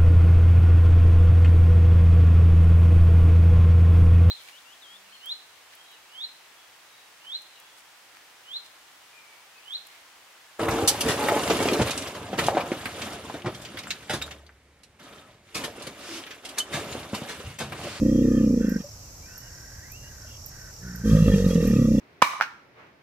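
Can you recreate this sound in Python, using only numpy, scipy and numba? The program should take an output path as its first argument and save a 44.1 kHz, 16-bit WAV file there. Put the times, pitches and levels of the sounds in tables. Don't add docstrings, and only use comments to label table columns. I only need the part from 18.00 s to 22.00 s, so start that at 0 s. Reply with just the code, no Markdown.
import sys
import numpy as np
from scipy import signal
from scipy.fft import rfft, irfft
from scipy.io import wavfile
from scipy.ndimage import uniform_filter1d
from numba import njit

SR = 44100
rng = np.random.default_rng(int(sys.argv[2]) if len(sys.argv) > 2 else 0)


def dump(signal):
    limited = np.clip(np.atleast_2d(signal).T, -1, 1)
    pcm = np.round(limited * 32767).astype(np.int16)
    wavfile.write(sys.argv[1], SR, pcm)


N = 176400


def undb(db):
    return 10 ** (np.asarray(db) / 20)


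def unit(x):
    return x / np.sqrt(np.mean(x ** 2) + 1e-18)


def noise():
    return rng.standard_normal(N)


@njit
def moving_band(x, hz, width):
    y, b, l = np.empty(len(x)), 0., 0.
    for i in range(len(x)):
        g, k = np.tan(np.pi * hz[i] / SR), width[i] / hz[i]
        v = (b + g * (x[i] - l)) / (1 + g * (g + k))
        b, l, y[i] = 2 * v - b, l + 2 * g * v, k * v
    return y


def band(x, hz, *widths_hz):
    for width in widths_hz:
        x = moving_band(x, hz + np.zeros(N), width + np.zeros(N))
    return x


def ring(x, hz, width_hz):
    hz, width = hz + np.zeros(N), width_hz + np.zeros(N)
    forwards = band(x, hz, width, width)
    backwards = band(forwards[::-1], hz[::-1], width[::-1], width[::-1])
    return backwards[::-1] * np.sqrt(SR / width)


def wander(rate_hz):
    k = int(SR / rate_hz)
    steps = np.repeat(rng.standard_normal(N // k + 1), k)
    return 1.83 * uniform_filter1d(uniform_filter1d(steps, k), k)[:N]


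def gate(t, start, length, fade_s):
    return np.clip(np.minimum(t - start, start + length - t) / fade_s, 0, 1)


def pan(x, left_db):
    return x * undb(np.array([[left_db], [-left_db]]) / 2)


def curves(t, table):
    times, *columns = np.array(table, float).T
    return [np.interp(t, times, column) for column in columns]


def level_at(hz, table):
    pitches, levels = np.array(table).T
    return np.interp(np.log(hz), np.log(pitches), levels)


# f/Hz, level/dB
AIR_TONE = [(12, -53), (20, 5.5), (102, 0), (117, -0.5), (199, -13.5), (407, -20.5), (523, -17.5),
            (860, -22), (1040, -22.5), (1970, -28.5), (2750, -31), (3430, -35.5), (5800, -15), (8080, -25),
            (9020, -52), (10900, -27), (14800, -31)]
AIR_DB, AIR_PAN_DB, WIDE_ABOVE_HZ = -43.5, -1, 870

def air():
    hz = np.maximum(np.arange(N // 2 + 1) * SR / N, 10)
    tone = undb(level_at(hz, AIR_TONE))
    middle = irfft(rfft(noise()) * tone, N)
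    side = irfft(rfft(noise()) * tone * hz / np.hypot(hz, WIDE_ABOVE_HZ), N)
    both = unit(np.array([middle + side, middle - side]))
    return pan(both * undb(AIR_DB + 0.17 * wander(3.08)), AIR_PAN_DB)


# f/Hz, width/Hz, level/dB
HEAD_RINGS = [(790, 450, -16.5), (1214, 154, -8), (1842, 163, -5.5), (2420, 86, -13.5), (2735, 170, -13),
              (3263, 140, -13), (3837, 98, -15.5)]

def head(rasp):
    out = 0
    for centre_hz, width, db in HEAD_RINGS:
        hz = centre_hz * (1 + .012 * wander(9))
        out += undb(db + 3 * wander(18)) * band(rasp, hz, width, width) * np.sqrt(SR / width)
    return out


# t/s, pulse rate/Hz, throat level/dB, throat f/Hz, mouth f/Hz, mouth/dB, chest/dB, head/dB
ENDING_BELLOW = [(0,31.05,-19.5,240.3,519,-36,-25.5,-46), (0.27,31.93,-21,260,477,-32.5,-27,-44),
                 (0.453,31.11,-19.5,235.6,499,-36,-28.5,-42.5), (0.589,28.52,-21,220.4,471,-33.5,-30,-50.5),
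                 (.7,26.38,-23.5,213,498,-42.5,-35,-47), (0.771,23.66,-26,201,483,-43.5,-37,-60),
                 (0.811,22.68,-37,192,476,-54,-64,-40), (.83,22,-65,190,500,-52,-50,-62)]
SOFT_LEAD_IN = [(2.8,65.3,-60,168,396,-62,-49,-82), (2.85,61.1,-44,175,377,-59.5,-37.5,-76),
                (2.93,61,-41,164,380,-67,-42.5,-83), (3.03,59.9,-46,172,459,-61,-34,-76)]
NEXT_BELLOW = [(3.048,53.17,-16.5,189.2,480,-36.5,-23,-44), (3.111,54.05,-25,192.5,450,-36,-20,-34.5),
               (3.135,54.4,-11.5,170,543,-32,-13,-38), (3.17,55.23,-21.5,173,509,-28,-22,-35),
               (3.2,54.4,-18,160,508,-35.5,-22,-32.5), (3.231,53.5,-16,165,517,-33,-19,-37.5),
               (3.26,52.24,-20,175,482,-29,-21,-35), (3.286,51.45,-15.5,192,510,-27,-14,-33.5),
               (3.315,50.45,-25,184,494,-29.5,-19.5,-37.5), (3.346,49.5,-15.5,180.6,470,-30.5,-25,-35),
               (3.401,48.1,-27,180,460,-29.5,-24.5,-36.5), (3.44,46.77,-26,180,477,-30,-20.5,-35),
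               (3.466,45.7,-21.5,172,494,-35,-22,-37), (3.509,44.23,-30,189.3,493,-31,-26,-37.5),
               (3.57,42.58,-17,176,464,-28,-29,-37.5), (3.621,40.12,-17.5,183,485,-30,-27,-36),
               (3.679,37.61,-22,199,475,-33,-22.5,-36.5), (3.758,34.8,-15,203,483,-33,-29,-38.5),
               (3.881,31.46,-20.5,223,513,-35.5,-24,-39), (4,29.96,-16.5,218,515,-34,-26,-42)]
# t/s, roughness (0 to 1), throb depth/dB
VOICE_STRAIN = [(.8, .09, 0), (2.8, .35, 0), (3.05, .4, 0), (3.15, .28, 0), (3.28, .3, 1.5),
                (3.5, .38, 1.5), (3.65, .3, 1), (3.8, .12, 0)]
# t/s, width/Hz, second flap/dB, lingering ring/dB, low ring/dB
THROAT_SHAPE = [(0, 144, -3, -8.5, -7), (.5, 141, -5, -7, -7.5), (.62, 160.2, -11.5, -21, -17),
                (.8, 162, -10, -12, -18), (2.8, 168.7, -13, -13.5, -10), (3.07, 168, -12.5, 0.5, -6),
                (3.14, 138, -18.5, 3.5, -10.5), (3.24, 134, -10.5, -4, -9.5), (3.3, 159, -9.5, 3.5, -9.5),
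                (3.6, 180, -11.5, -9, -6), (3.8, 157, -6, -7.5, 0), (4, 151, -8.5, -15.5, -7)]
PULSE_ALIGN_S = (.0305, 3.7, 3.301)
THROB_HZ, THROB_PEAK_S = 17.4, 3.28
JITTER, SHIMMER_DB, BREATH = .05, 4, 1.2
SECOND_FLAP_S, MOUTH_LAG_S, FADE_S = .0223, .002, .01
LOW_RING_HZ, LOW_WIDTH_HZ, LINGER_WIDTH_HZ, MOUTH_WIDTH_HZ = 149, 146, 31.7, 147

def bellow(t, call, align_s):
    rate_hz, throat_db, throat_hz, mouth_hz, mouth_db, chest_db, head_db = curves(t, call)
    rough, throb_db = curves(t, VOICE_STRAIN)
    width_hz, second_db, linger_db, low_db = curves(t, THROAT_SHAPE)
    on = gate(t, call[0][0] - FADE_S, call[-1][0] - call[0][0] + 2 * FADE_S, FADE_S)
    push = on * undb(throb_db * np.cos(2 * np.pi * THROB_HZ * (t - THROB_PEAK_S)))

    cycles = np.cumsum(rate_hz) / SR
    cycles -= cycles[int(align_s * SR)]
    uneven = cycles + JITTER * rough * wander(40)
    strength = undb(SHIMMER_DB * rough * wander(50)) * np.sqrt(SR / rate_hz)
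    pulses, late_pulses = (strength * (np.diff(np.floor(uneven - lag * rate_hz), prepend=np.inf) > 0)
                           for lag in (0, SECOND_FLAP_S))
    first_flap = push * (pulses + BREATH * rough * noise())
    both_flaps = first_flap + push * undb(second_db) * late_pulses
    puff = np.exp(-(cycles % 1) / 1.54)
    rasp = push * (0.33 * pulses + (0.38 + puff) * noise())

    throat = ring(both_flaps, throat_hz, width_hz)
    throat += undb(linger_db) * band(throat, throat_hz, LINGER_WIDTH_HZ)
    throat -= undb(low_db) * ring(first_flap, LOW_RING_HZ, LOW_WIDTH_HZ)
    mouth = ring(both_flaps + .25 * rasp, mouth_hz, MOUTH_WIDTH_HZ)
    mouth = np.interp(t - MOUTH_LAG_S, t, mouth)
    chest = on * (np.cos(2 * np.pi * cycles) + undb(-3) * np.cos(4 * np.pi * cycles))
    return (undb(throat_db) * throat + undb(mouth_db) * mouth
            + undb(head_db - 8.5) * head(rasp) + undb(chest_db) * chest)


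def beat(t, rate_hz):
    return np.clip(np.sin(2 * np.pi * rate_hz * t), 0, 1)


CHORUS_HZ, CHORUS_RATE_HZ, CHORUS_DB = 6050, 48.4, -66

def cricket_chorus(t):
    flutter = 1 + .5 * beat(t, CHORUS_RATE_HZ)
    both = np.array([unit(flutter * band(noise(), CHORUS_HZ, 100, 200)) for _ in range(2)])
    return pan(both * undb(CHORUS_DB + 0.85 * wander(0.53)), AIR_PAN_DB)


# t/s, length/s, level/dB
CRICKET_TRILLS = [(0.43, 0.53, -56.5), (1.232, 0.55, -56), (2.183, 0.812, -54.5), (3.554, .45, -54.5)]
TRILL_HZ, TRILL_SWING_HZ, TRILL_RATE_HZ = 5500, 159, 40.6

def cricket(t):
    hz = TRILL_HZ + TRILL_SWING_HZ * np.cos(2 * np.pi * TRILL_RATE_HZ * t)
    tone = np.sin(2 * np.pi * np.cumsum(hz) / SR)
    blur = .22 * unit(band(noise(), TRILL_HZ, 86))
    chirps = unit(beat(t, TRILL_RATE_HZ) * (tone + blur))
    level = sum(undb(db) * gate(t, start, length, 0.019) for start, length, db in CRICKET_TRILLS)
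    return pan(chirps * undb(1.8 * wander(15)) * level, left_db=-6)


# t/s, length/s, level/dB, first f/Hz, last f/Hz
CROAKS = [(0.593, 0.2, -45, 1494, 1604), (1.25, 0.16, -54.5, 1570, 1490), (1.397, 0.53, -55.5, 1577, 1646),
          (2.017, 0.3, -56.5, 1696, 1455), (2.255, 0.13, -57, 2790, 2850), (2.5, 0.224, -53.5, 1590, 1500),
          (2.805, 0.41, -50, 1463, 1616)]
RASP_RATE_HZ, CROAK_WIDTH_HZ = 120, 110

def frogs(t):
    out = 0
    for start, length, db, first_hz, last_hz in CROAKS:
        hz = np.interp(t, [start, start + length], [first_hz, last_hz])
        rasp = (0.61 + np.cos(np.pi * RASP_RATE_HZ * t) ** 2) * noise()
        lower = unit(band(rasp, hz, CROAK_WIDTH_HZ, 360))
        upper = unit(band(rasp, 1.16 * hz, CROAK_WIDTH_HZ, 340))
        out += undb(db) * gate(t, start, length, 0.028) * (lower + undb(-4) * upper)
    return out


# t/s, level/dB
KATYDID_TICKS = [(0.695, -28), (1.3793, -26.5), (1.919, -27.5), (2.461, -23), (2.9577, -28.5),
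                 (3.6729, -25)]
TICK_HZ, TOOTH_GAP_S, ECHO_S, ECHO_DB = 13200, 0.0016, 0.041, -18.5

def katydid(t):
    scrapes = np.zeros(N)
    for when, db in KATYDID_TICKS:
        for tooth, tooth_db in enumerate((-17, -8, -2, -1, -1, -8, -12)):
            scrapes[int((when + (tooth - 2) * TOOTH_GAP_S) * SR)] += 6 * undb(db + tooth_db)
        scrapes += undb(db + ECHO_DB) * gate(t, when, ECHO_S, .008) * noise()
    return pan(band(scrapes, TICK_HZ, 2000, 4000), left_db=-15)


# t/s, level/dB, f/Hz, time to fade by 60 dB/s
WATER_DRIPS = [(.838, -31.5, 567, 0.12), (2.245, -36.5, 625, 0.036), (3.276, -37, 1800, .06),
               (3.313, -26.5, 1780, 0.087), (3.318, -33, 3265, 0.06), (3.335, -31, 2410, 0.056),
               (3.5, -37.5, 3250, 0.21), (3.758, -31.5, 2560, 0.063), (1.1, -49, 580, 0.035),
               (1.6, -46, 1310, 0.037)]

def drips(t):
    out = 0
    for start, db, hz, fade_s in WATER_DRIPS:
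        age = np.clip(t - start, 0, 1)
        note = np.sin(2 * np.pi * hz * age * (1 + 0.32 * age))
        out += undb(db - 60 * age / fade_s) * note * np.clip(age / 0.0086, 0, 1)
    return out


# t/s, level/dB, first f/Hz, last f/Hz, slide/s, hold/s
BIRD_WHISTLES = [(0.982, -66, 3200, 2520, 0.12, 0.012), (1.222, -59.5, 2285, 2890, 0.15, 0.127),
                 (1.813, -54, 1747, 2805, 0.155, 0.13)]

def bird(t):
    out = 0
    for start, db, first_hz, last_hz, slide, hold in BIRD_WHISTLES:
        level = undb(db + 2.5 * wander(29.9)) * gate(t, start, slide + hold, 0.008)
        hz = np.interp(t, [start, start + slide], [first_hz, last_hz]) + 25 * wander(60)
        out += level * np.sin(2 * np.pi * np.cumsum(hz) / SR)
    return out


# f/Hz, level/dB
SPRAY_COLOUR = [(2060, -28), (3500, -8), (5150, 4), (5960, 6), (9100, -14), (12100, 1.5), (14000, -10),
                (14800, -16)]
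# t/s, level/dB
SPLASH_LEVEL = [(3.03, -50), (3.082, -42), (3.12, -43.5), (3.3, -45.5), (3.39, -43.5), (3.439, -46),
                (3.51, -40), (3.56, -44), (3.596, -47.5), (3.65, -42.5), (3.85, -50.5), (4.0, -54)]
DROPS_PER_BAND_PER_S, DROP_SCATTER_DB = 900, 2.5

def spray(t):
    out = 0
    for hz in 3000 * 2 ** np.arange(0, 2.3, .33):
        lands = rng.random((2, N)) < DROPS_PER_BAND_PER_S / SR
        drops = lands * undb(DROP_SCATTER_DB * rng.exponential(size=(2, N)))
        patter = np.array([band(unit(side) + noise(), hz, hz / 4) for side in drops])
        out += undb(level_at(hz, SPRAY_COLOUR) + 1.14 * wander(15)) * patter
    return unit(out) * undb(curves(t, SPLASH_LEVEL)[0]) * gate(t, SPLASH_LEVEL[0][0], 2, 0.033)


BUBBLE_COUNT, BUBBLING_S, BUBBLE_FADE_S = 180, .7, 0.026

def bubbles(t):
    out, age = np.zeros(N), t[:SR // 20]
    for when, pitch, strength in rng.random((BUBBLE_COUNT, 3)):
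        start, hz = SPLASH_LEVEL[1][0] + when * BUBBLING_S, 700 * 8 ** pitch
        db = curves(start, SPLASH_LEVEL)[0] - 7 + 10 * strength
        note = np.sin(2 * np.pi * hz * age * (1 + 1.6 * age))
        i = int(start * SR)
        out[i:i + len(age)] += undb(db - 60 * age / BUBBLE_FADE_S) * note
    return out


def tree_echo(t, calls, fade_s=.25, db=-16):
    age = t[:SR // 3]
    thinned = calls - uniform_filter1d(calls, size=100)
    tails = [rng.standard_normal(len(age)) * undb(-60 * age / fade_s) for _ in range(2)]
    echoes = [signal.fftconvolve(thinned, tail / np.linalg.norm(tail))[:N] for tail in tails]
    return undb(db) * np.array(echoes)


def scene():
    t = np.arange(N) / SR
    parts = zip((ENDING_BELLOW, SOFT_LEAD_IN, NEXT_BELLOW), PULSE_ALIGN_S)
    calls = sum(bellow(t, call, align_s) for call, align_s in parts) + frogs(t) + bird(t)
    left = np.interp(t - 4 / SR, t, calls)
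    voices = pan(np.array([left, calls]), left_db=-1.17) + tree_echo(t, calls)
    water = drips(t) + spray(t) + bubbles(t)
    insects = cricket(t) + cricket_chorus(t) + katydid(t)
    return voices + water + insects + air()


BASS_CUT_HZ, TOP_HZ = 45.2, 14850

def record(dry):
    dry = signal.sosfilt(signal.butter(2, BASS_CUT_HZ, "high", fs=SR, output="sos"), dry)
    return signal.sosfilt(signal.ellip(12, .2, 80, TOP_HZ, fs=SR, output="sos"), dry)


dry = scene()
out = record(dry)
dump(out)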